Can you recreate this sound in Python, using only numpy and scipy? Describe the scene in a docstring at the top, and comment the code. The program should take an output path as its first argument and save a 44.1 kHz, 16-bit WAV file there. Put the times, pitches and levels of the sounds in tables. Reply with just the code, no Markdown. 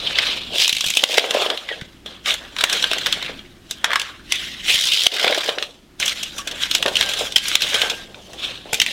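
"""A hallway with a hard floor: small die-cast toy cars are played with, close to a phone's microphone.
From the start a faint mains hum and room noise lie below, and wheels rattle (random bumps ring the parts).
Soon bodies clack on each other, a plastic basket and the skirting (noise bursts), and the hallway answers.
From half a second cars run free at times and whirr; heavier landings thud in the boards. Later, thin parts
ring on (dying sines) and, near 1.8 s and 8.7 s, a knee or hand lands softly (a falling sine)."""
import sys
import numpy as np
from scipy import signal
from scipy.fft import rfft, irfft, next_fast_len
from scipy.io import wavfile
from scipy.ndimage import uniform_filter1d, map_coordinates

SR = 44100
rng = np.random.default_rng(int(sys.argv[2]) if len(sys.argv) > 2 else 0)


def generate_wav(sig):
    """Save sig (samples, or channels by samples) to the path in sys.argv[1] as 16-bit PCM at SR."""
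    pcm = np.round(np.clip(np.atleast_2d(sig).T, -1, 1) * 32767).astype(np.int16)
    wavfile.write(sys.argv[1], SR, pcm)


N = 393372

# the background sinks and returns: start_s, level_db
BACKGROUND_LEVEL = [(0, -42), (.55, -41.5), (.7, -75), (1.5, -55), (1.9, -47), (2.6, -47.5), (3.3, -43.5),
                    (3.8, -48.5), (3.95, -51), (4.3, -44.5), (4.7, -45), (4.9, -68), (5.6, -53.5),
                    (6.3, -45.5), (6.9, -44), (8.0, -46.5), (8.92, -46)]
# spectrum of the room noise: pitch_hz, relative level_db (per Hz)
ROOM_SPECTRUM = [(12, -41), (20, -2), (101, -17), (123, -12), (177, -7), (310, -9), (347, -8.5),
                 (472, -22.5), (660, -22), (780, -24.5), (3250, -27.5), (5850, -33.5), (16000, -44)]
# mains hum: pitch_hz, sine peak level_db (over the background level)
HUM_TONES = [(60, -7.5), (100, -10)]
# bouts of rolling and rummaging: full_from_s, hold_s, swell_db_per_s, fade_db_per_s, rattle_db,
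# then rumble_db of the board, scrape_db of the hollows and grit_db (all over the rattle), hollow_pitch_hz
ROLLING_BOUTS = [(0.244, 0.044, 38, 83, -19.5, -16, -12, -17, 1440),
                 (0.555, 0.014, 250, 185, -26, -2.5, -15, -14, 1780),
                 (0.605, 0.034, 216, 240, -17.5, -36, -23, -13, 1770),
                 (0.866, 0.25, 70, 89, -30.5, -30, -18, -7.5, 1690),
                 (1.177, 0.032, 95, 120, -22, -4.5, -8, -10.5, 1930),
                 (1.357, 0.11, 120, 102, -24, -2.5, -5.5, -10.5, 1490),
                 (1.705, 0.0046, 230, 88, -33, -8.5, -5, -13, 1790),
                 (2.079, .01, 575, 100, -36.5, -9.5, -6.5, -16, 1480),
                 (2.281, 0.011, 700, 237, -16, -14, -6.5, -9, 1670),
                 (2.368, 0.084, 298, 147, -38, -9, -3, -10, 1530),
                 (2.608, 0.057, 227, 200, -29, -9, -3.5, -10, 1500),
                 (2.717, .01, 300, 47, -19.5, -16.5, -7.5, -10, 1580),
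                 (2.922, 0.0088, 200, 82, -25, -13, -6, -24, 1730),
                 (3.074, .01, 107, 85, -27, -16, -8, -10, 1780),
                 (3.23, 0.039, 65, 110, -33.5, -7.5, 0.5, -19.5, 1750),
                 (3.707, .01, 294, 82, -40.5, -15, -15, -8, 1730),
                 (3.892, 0.031, 303, 96, -37.5, 0, 2, -17, 1440),
                 (4.016, 0.013, 84, 105, -33.5, -29, 1, -10, 1510),
                 (4.339, .01, 290, 49, -23.5, -27.5, -7, -11.5, 2060),
                 (4.693, 0.0091, 333, 134, -14.5, -29.5, -9.5, -7, 2160),
                 (4.86, 0.2, 87, 93.5, -22, -31, -17.5, -9.5, 1830),
                 (5.154, 0.11, 91, 80, -27, -4, -4, -15.5, 1870),
                 (5.37, 0.14, 91, 170, -30, -6, -5.5, -12, 1540),
                 (5.614, 0.011, 100, 100, -38, -5, -11.5, -7, 1250),
                 (6.004, 0.057, 1598, 55, -23.5, -18, -8.5, -8, 1750),
                 (6.395, .01, 160, 250, -38.5, -8, -3, 1, 1350),
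                 (6.484, .01, 367, 70, -33, -8, -6, -11, 1650),
                 (6.627, 0.0084, 224, 210, -23.5, -21, -4, -6.5, 1770),
                 (6.746, .01, 190, 135, -23.5, -25, -14, -9, 1550),
                 (6.887, 0.012, 173, 148, -32, 4, -16, -4, 1390),
                 (6.997, 0.035, 196, 76, -22.5, -11, -7.5, -8, 1740),
                 (7.125, 0.061, 100, 104, -29.5, -19, -7.5, -7.5, 1590),
                 (7.222, .01, 120, 133, -23, -13, -11.5, -8, 1670),
                 (7.414, 0.11, 300, 63, -29, -28, -8, -4.5, 1730),
                 (7.57, .12, 80, 77, -22, -26, -11, -12, 1850),
                 (7.761, 0.096, 83, 109, -23, -8, -4, -7.5, 1670),
                 (8.352, 0.0082, 47, 100, -42, 0.5, -15, -5.5, 1400),
                 (8.442, 0.016, 215, 91, -25.5, -16.5, -11, -15, 1400),
                 (8.67, 0.024, 600, 150, -49, 12, -2, -10, 1650),
                 (8.754, 0.057, 330, 60, -37, -11, -26, -3, 1800),
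                 (8.916, .03, 81, 100, -26, -18, -11, -12, 2070)]
# car shell resonances: pitch_hz, width_hz, relative level_db (all before squaring)
SHELL_MODES = [(2485, 1680, -3), (3474, 1334, 2.5), (4268, 640, 1.5), (4920, 1290, -7)]
# floor board resonances: pitch_hz, width_hz, relative level_db (all before squaring)
BOARD_MODES = [(302, 1800, -29), (545, 510, 6.5), (806, 1290, -4)]
# cavities of cars and basket: pitch_hz
CAVITIES_HZ = [1286, 1625, 2020]
# spectrum of dust and bright surfaces: pitch_hz, relative level_db (per Hz)
GRIT_SPECTRUM = [(3500, -11.5), (5500, 2.5), (7000, -1), (10000, -8.5), (13000, -13.5), (16000, -18)]
# metal contacts: peak_s, shell_db, knock_db of the hollows and tick_db (both over the shell), length_ms
CONTACTS = [(0.0728, -16.5, -29, -24, 7.3), (0.1554, -9.5, -31, -29, 2.0), (0.1864, -1, -9, -22, 3.3),
            (0.267, -23, -23, -22, 12.0), (0.5584, -17, -17, -16, 3.3), (0.583, -8, -23, -10, 1.5),
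            (0.6004, -10.5, -28, -9.5, 4.8), (0.6225, -3.5, -25, -22, 2.3), (0.657, -18, -20, -22, 7.6),
            (0.679, -7.5, -26, -3, 2.7), (0.694, -1.5, -24, -10, 2.0), (0.7274, -12, -25, -4, 5.5),
            (0.7498, -18, -22, -8, 11.2), (0.7669, -12.5, -33, -8.5, 6.3), (0.783, -18, -23, -9, 5.9),
            (0.8084, -7.5, -13, -8, 3.4), (0.8424, -17, -12, -6, 10), (0.864, -11.5, -24, -5.5, 5.8),
            (0.8743, -16, -23, -3, 3.4), (0.8851, -12, -31, -8, 4.3), (0.903, -11.5, -18, -4.5, 4.8),
            (0.9373, -14.5, -21, -6, 3.3), (0.952, -19, -26, -5, 9.8), (0.9709, -5.5, -18, -4, 6.1),
            (0.994, -17, -16, -13, 6), (1.0375, 1.5, -8.5, -10, 2.4), (1.182, -8, 0, -8, 6.37),
            (1.1943, -3.5, -19, -16, 4.9), (1.242, -21.5, 8, -14, 2.5), (1.3085, -13.5, -15, -6, 6),
            (1.3448, -25.5, -1.5, -5, 18), (1.4207, -14, -20, -19, 7.8), (1.4636, -18, -6, -25, 6.9),
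            (1.5012, -8.5, -11, -17, 4.04), (1.5747, -17, -25, -15, 4.2), (1.6892, -22, 2, -22, 5.6),
            (1.8128, -29, 8.5, -7, 3.2), (2.0612, -26.5, -13, -12, 10.7), (2.2591, -15, -6, -13, 12.0),
            (2.2777, -23, -16, -21, 2.1), (2.3068, -6, -16, -15, 1.5), (2.3405, -24.5, -13, 6, 4.6),
            (2.5649, -18.5, -1, -9, 1.9), (2.5864, -13.5, -11, -15, 9.3), (2.6098, -14, -7, -9, 9.4),
            (2.639, -5.5, -3.5, -2.5, 4), (2.6976, -11, -11, -8, 3), (2.7287, -13.5, -11, -2.5, 10.1),
            (2.8255, -13.5, -20, -8, 5.1), (2.8413, -11.5, -2, -13, 3.8), (2.914, -8.5, -11, -14, 2.5),
            (2.9331, -12, -4, -7, 3.4), (2.9841, -17.5, -6, -5.5, 5.9), (3.0609, -14, 2.5, -9, 4.2),
            (3.0671, -12.5, 0.5, -4, 2.2), (3.1258, -4.5, -4.5, -10.5, 2.0), (3.226, -19, -2, -12, 5.8),
            (3.2626, -25.5, -10, -15, 8.4), (3.392, -29, -10, -18, 3.5), (3.7106, -17, -12, 1, 3.1),
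            (3.8436, -13.5, 9.5, -1.5, 4.47), (3.8583, -28, 10, -9, 4.2), (3.9057, -24, 10, -13, 4.3),
            (3.9164, -24, 16, -17, 3.5), (3.9326, -12, 4, -10, 3.8), (3.9574, -8.5, 1, -9.5, 4.6),
            (3.997, -13, -20, -9, 3.8), (4.016, -17, -10, -7, 6.4), (4.3225, -7.5, -10, -4, 3.3),
            (4.3403, -37, -10, 0, 10.3), (4.356, -25, -18, -1, 5.6), (4.683, -16.5, -3, -14, 17),
            (4.7327, -18, -24, -7, 10.8), (4.7987, -20, -30, -7, 4.94), (4.8119, -19, -22, 1, 5.6),
            (4.92, -11, -23, -18, 8.7), (4.9433, -12.5, -25, -11, 6.2), (4.9718, -18, -29, -14.5, 9.2),
            (5.0427, -13.5, -16, -17, 6.3), (5.067, -5.5, -10, -6.5, 7.8), (5.1187, -13, -15, -17, 4.5),
            (5.1962, -6, -10, -22, 2.1), (5.245, -11, -3, -17, 8.1), (5.2786, -7, -1, -18, 4.16),
            (5.3262, -15, 4.5, -15, 1.9), (5.3468, -17, -1, -7, 5.4), (5.3816, -13.5, -19, -11, 5.6),
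            (5.433, -23, -2.5, -14, 13), (5.4436, -23, -19, -3, 5.3), (5.4914, -13, -4.5, -14, 5.84),
            (5.5842, -11.5, -9.5, -23, 2.3), (5.6255, -9, -11, -11.5, 1), (6.0003, -20.5, -4, 1.5, 5.4),
            (6.0273, -17.5, 3, -18, 4.8), (6.059, -18, -10, -1, 9.8), (6.0799, -14, -22, -6, 12.0),
            (6.0945, -13, -18, -11, 3.96), (6.232, -15.5, -27, -6.5, 10), (6.3832, -21, -11, -5.5, 14),
            (6.4745, -20.5, -4.5, -4, 9.6), (6.513, -24, -6.5, -7, 14), (6.6343, -12, -10, -16, 4.5),
            (6.7126, -12.5, -12, -5.5, 9.4), (6.7507, -6, -10.5, -7, 5.9), (6.8266, -9.5, -8.5, -8, 4.1),
            (6.8609, -6.5, -5.5, -18, 3.2), (6.8819, -14, -6, -12, 9.9), (6.9556, -7.5, -25, -14, 5.6),
            (6.9678, -8, -12.5, -10.5, 6.2), (7.0105, -0.5, -6.5, -11, 1.5), (7.0267, -11, -1, -10, 3.5),
            (7.091, -20, -13, -2.5, 15), (7.137, -18.5, -9, -7, 12.0), (7.1907, -24, -14, 0, 15),
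            (7.3223, -19.5, -18, -7, 4.8), (7.3611, -9, -20, -6, 13), (7.3656, -7, -12, -6, 14),
            (7.3811, -7, -13, -6, 4.1), (7.4553, -15, -8, -22, 3.7), (7.4836, -19, -16, 5.5, 5.1),
            (7.5154, -17, -4, -12, 4.3), (7.541, -24.5, -15, -22, 1.3), (7.554, -2, -9.5, -7.5, 4.8),
            (7.608, -12, -8, -8, 2.9), (7.6208, -10, -16, -8.5, 12.0), (7.7438, -11, -8.5, -7, 9.1),
            (7.8172, -6.5, -5, -10, 3.2), (7.8994, -16, -15, -8, 17), (8.145, -29.5, -10, -24, 5.6),
            (8.3332, -34, 1, -1, 5.2), (8.7314, -15, -2, 3, 5.3), (8.7437, -12.5, -10, -5.5, 11.3),
            (8.8002, 1, -14, -10, 2.0), (8.817, -9, -4, -3.5, 8.5), (8.863, -6.5, -7, -10, 2.0)]
# how fast the hallway dies away: pitch_hz, t60_s
HALLWAY_DECAY = [(200, 0.36), (530, 0.32), (1400, 0.19), (3700, 0.18), (9700, 0.075)]
# a car runs free: start_s, end_s
FREE_RUNS = [(0.552, 1.2), (4.72, 5.5)]
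# axles of a free-running car sing higher: pitch_hz, width_hz, relative level_db
WHIRR_MODES = [(4870, 790, 0)]
# heavier landings on the boards: peak_s, level_db
BOARD_LANDINGS = [(0.558, -22), (0.841, -28), (1.035, -11.5), (1.096, -24), (1.18, -9.5), (1.241, -13.5),
                  (1.307, -21), (1.349, -10), (1.37, -16), (1.419, -18), (1.462, -22), (1.574, -37),
                  (1.715, -26), (2.061, -32), (2.637, -20.5), (2.914, -21), (2.933, -27), (3.223, -34),
                  (3.295, -24), (3.842, -20.5), (5.065, -19), (5.123, -27), (5.244, -12), (5.27, -13.5),
                  (5.3, -13), (5.322, -19.5), (5.378, -17.5), (5.488, -15.5), (5.578, -19), (5.622, -33.5),
                  (6.47, -27.5), (6.858, -8), (6.88, -24), (7.21, -18.5), (7.743, -25), (7.815, -29),
                  (7.835, -18.5), (8.658, -26.5), (8.73, -17)]
# thin parts that ring on after a blow: start_s, pitch_hz, level_db, t60_s
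RINGING_PARTS = [(1.687, 1960, -21, 0.11), (1.708, 1890, -20.5, 0.1), (1.727, 1660, -26, 0.088),
                 (6.389, 1130, -26.5, 0.14), (7.037, 1590, -28.5, 0.84), (7.381, 1620, -38, 0.93),
                 (7.745, 1535, -24, 0.43), (7.815, 1600, -27, 0.62)]
# a knee or hand lands softly: start_s, level_db
SOFT_LANDINGS = [(1.82, -21), (8.732, -28)]

WHIRR_DB = -8  # over the rattle
CONTACT_THUD_DB = -34.5  # what every contact gives the floor, over the shell
LANDING_MS = 4.98
FIRST_TOUCH = 5.1  # factor of a blow's first touch on the board, over its chatter
ECHO_DB = -13
BAND_LIMIT_HZ = 15900


def amp(db):
    """Decibels to a linear factor."""
    return 10 ** (np.asarray(db) / 20)


def unit(x):
    """Scale to an RMS of one."""
    return x / np.sqrt(np.mean(x ** 2) + 1e-20)


def along(points, hz):
    """Read (Hz, value) points on a log frequency axis."""
    point_hz, value = np.transpose(points)
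    return np.interp(np.log(hz + 1), np.log(point_hz + 1), value)


def curves(rows):
    """One value per sample for each column after the time."""
    s, *columns = np.transpose(rows)
    return [np.interp(np.arange(N) / SR, s, column) for column in columns]


def wobble(rate):
    """A smooth random curve, rate knots a second."""
    knots = rng.standard_normal(N // 20)
    return map_coordinates(knots, [np.arange(N) * rate / SR])


def filtered(x, response):
    """x through a complex response of frequency, padded so that its tail does not wrap round."""
    size = next_fast_len(N + SR // 2)
    hz = np.fft.rfftfreq(size, 1 / SR)
    return irfft(rfft(x, size) * response(hz), size)[..., :N]


def coloured(force, response):
    """A force through a response that is scaled to keep the power of white noise."""
    def level_response(hz):
        gain = response(hz)
        return gain / np.sqrt(np.mean(np.abs(gain) ** 2))
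    return filtered(force, level_response)


def resonances(modes):
    """The causal response of (Hz, width Hz, dB) modes, summed with alternating sign."""
    def response(f):
        total = 0
        for k, (centre, width, db) in enumerate(modes):
            damping = 1j * f * width
            total = total + (-1) ** k * amp(db) * damping / (centre ** 2 - f ** 2 + damping)
        return total
    return response


def squared_resonances(modes):
    """Squaring leaves dark valleys around the resonances."""
    return lambda hz: resonances(modes)(hz) ** 2


def varied(x, depth_db):
    """Different cars and parts speak in turn: patches of the spectrum swell and fade at random."""
    spectrum = signal.stft(x, nperseg=256)[2]
    across_pitch = uniform_filter1d(rng.standard_normal(spectrum.shape), size=2, axis=0)
    patches = uniform_filter1d(across_pitch, size=12, axis=1)
    gain = amp(depth_db * unit(patches))
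    return signal.istft(spectrum * unit(gain), nperseg=256)[1][:N]


def sounding(shell, board, hollow, dust):
    """Four forces ring the shell, the board, the nearest cavities and the bright surfaces."""
    hollow_hz = bouts()[-1]
    near = np.array([np.exp(-(np.log(hollow_hz / hz) / .22) ** 2) + .1 for hz in CAVITIES_HZ])
    near = near / np.linalg.norm(near, axis=0)
    cars = coloured(shell, squared_resonances(SHELL_MODES))
    for hz, share in zip(CAVITIES_HZ, near):
        cars = cars + coloured(share * hollow, squared_resonances([(hz, 650, 0)]))
    cars = cars + coloured(dust, lambda hz: amp(along(GRIT_SPECTRUM, hz)))
    return varied(cars, depth_db=3) + coloured(board, squared_resonances(BOARD_MODES))


def background():
    """Room noise and mains hum, both wavering."""
    level_db, = curves(BACKGROUND_LEVEL)
    air = unit(filtered(rng.standard_normal(N), lambda hz: amp(along(ROOM_SPECTRUM, hz))))
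    t = np.arange(N) / SR
    hum = sum(amp(db + 1.2 * wobble(1.53)) * np.sin(2 * np.pi * hz * t) for hz, db in HUM_TONES)
    return amp(level_db) * (amp(1.0 * wobble(6.1)) * air + hum)


def bouts():
    """Each bout swells, holds and fades: gains of the four layers, and the hollow pitch of the loudest."""
    t = np.arange(0, N, 64) / SR
    columns = np.transpose(ROLLING_BOUTS)[..., None]
    s, hold, swell, fade, db, rumble_db, scrape_db, grit_db, hz = columns
    before, after = np.clip(s - t, 0, None), np.clip(t - s - hold, 0, None)
    level_db = db - swell * before - fade * after
    power = [amp(level_db + over_db) ** 2 for over_db in (0, rumble_db, scrape_db, grit_db)]
    hollow_hz = (power[2] * hz).sum(axis=0) / power[2].sum(axis=0)
    gains = [np.sqrt(p.sum(axis=0)) for p in power]
    return [np.interp(np.arange(N) / SR, t, curve) for curve in gains + [hollow_hz]]


def running():
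    """One while a car runs free, with soft edges."""
    t = np.arange(N) / SR
    free = sum(1. * (t > start) * (t < end) for start, end in FREE_RUNS)
    return uniform_filter1d(free, size=1500)


def wheel_chatter():
    """Level swings in units of spread: uneven hops when a car runs free, and a mild flutter throughout."""
    hops_per_s = 65 * (1 + .35 * wobble(30))
    turn = np.cumsum(hops_per_s) / SR % 1
    hop = uniform_filter1d(1.7 - 2.17 * turn, size=60)  # each landing starts sharply and dies away
    return running() * 1.73 * hop + 0.69 * wobble(70)


def bumps(rate, spread_db, smooth):
    """Random small impacts of uneven size, rate a second, over a share of smooth scraping."""
    chance, size, sign = rng.random((3, N))
    strength = amp(-spread_db * np.log(size + 1e-4))
    knocks = (chance < rate / SR) * strength * np.sign(sign - .5)
    return unit(unit(knocks) + smooth * rng.standard_normal(N))


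def rolling():
    """Loose axles chatter in the shell, wheels drum the board, dust crackles under them."""
    rattle, rumble, scrape, grit, _ = bouts()
    chatter = wheel_chatter()
    shell = rattle * unit(amp(2.6 * chatter) * bumps(1400, spread_db=1.5, smooth=0.94))
    board = rumble * unit(amp(3.5 * wobble(40)) * bumps(400, spread_db=2.5, smooth=1.18))
    hollow = scrape * unit(amp(2.44 * chatter) * bumps(900, spread_db=2.5, smooth=0.85))
    dust = grit * unit(amp(2.9 * chatter) * bumps(3800, spread_db=3, smooth=0.97))
    axles = unit(amp(2.4 * chatter) * bumps(1400, spread_db=1.5, smooth=0.8))
    whirr = amp(WHIRR_DB) * running() * rattle * axles
    return sounding(shell, board, hollow, dust) + coloured(whirr, resonances(WHIRR_MODES))


def clacks():
    """Each contact or landing is a few ms of chatter that swells to its peak and dies."""
    t = np.arange(SR // 20) / SR
    force = np.zeros((4, N + len(t)))  # shell, board, hollow, dust
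    contacts = []
    for s, db, knock_db, tick_db, ms in CONTACTS:
        levels = amp(db + np.array([0, CONTACT_THUD_DB, knock_db, tick_db]))
        contacts.append((s, levels, ms))
    for s, db in BOARD_LANDINGS:
        contacts.append((s, amp(db) * np.array([0, 1, 0, 0]), LANDING_MS))
    for s, levels, ms in contacts:
        length = ms / 1000
        rise = .25 * length
        start = round((s - rise) * SR)
        after = np.clip(t - rise, 0, None)
        swell = np.minimum(t / rise, 1) ** 1.12
        fade = 0.82 * np.exp(-after / (.5 * length)) + 0.25 * np.exp(-after / 0.0093)  # a weaker tail lingers for about 9 ms
        chatter = rng.standard_normal((4, len(t)))
        force[:, start:start + len(t)] += levels[:, None] * swell * fade * chatter
        force[1, start] += FIRST_TOUCH * levels[1]
    return sounding(*force[:, :N])


def hallway(x):
    """Each frequency of the echo dies at its own speed; a new tail every quarter second."""
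    out, hop = np.zeros(N + SR), SR // 4
    for k in range(0, N, hop):
        hz, t, z = signal.stft(rng.standard_normal(SR // 2), SR, nperseg=256)
        decay = amp(-60 * t / along(HALLWAY_DECAY, hz)[:, None])
        tail = signal.istft(z * decay, SR, nperseg=256)[1]
        wet = signal.fftconvolve(x[k:k + hop], tail / np.linalg.norm(tail))
        out[k + 200:][:len(wet)] += wet  # the echo sets in 4.5 ms late
    return out[:N]


def rings():
    """Single modes that waver in strength and pitch while they die."""
    out, t = np.zeros(N + SR), np.arange(SR // 2) / SR
    for s, hz, db, t60 in RINGING_PARTS:
        waver = wobble(44)[:len(t)]
        onset = 1 - np.exp(-t / 0.0011)
        fade = amp(db + 1.1 * waver - 60 * t / t60) * onset
        out[round(s * SR):][:len(t)] += fade * np.sin(2 * np.pi * hz * t + waver)
    return out[:N]


def thumps():
    """One slow push into the floor, falling in pitch from 170 Hz with a t60 of 31 ms."""
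    out, t = np.zeros(N + SR), np.arange(SR // 20) / SR
    push = np.sin(2 * np.pi * 170 * t * (1 - 12 * t))
    for s, db in SOFT_LANDINGS:
        out[round(s * SR):][:len(t)] += amp(db - 60 * t / 0.031) * push
    return out[:N]


def scene():
    """Everything heard in the hallway, on one channel; only the blows are echoed."""
    blows = clacks()
    echo = amp(ECHO_DB) * hallway(blows)
    return (background() + rolling() + blows + echo + rings() + thumps())[None]


def record(dry):
    """The loudest blows clip and pull the gain down for a moment; nothing stays above the band limit."""
    excess = np.clip(np.abs(dry) - 1, 0, None)
    release = np.hanning(SR // 6)[None, SR // 12:]  # lets go within 83 ms
    load = np.abs(signal.fftconvolve(excess, release, axes=1))
    late_load = np.pad(load, ((0, 0), (150, 0)))[:, :N]  # the gain follows 3.4 ms late
    held = dry / (1 + 0.19 * late_load)
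    clipped = held / (1 + np.abs(held) ** 8) ** (1 / 8)
    return filtered(clipped, lambda hz: hz < BAND_LIMIT_HZ)


dry = scene()
out = record(dry)
generate_wav(out)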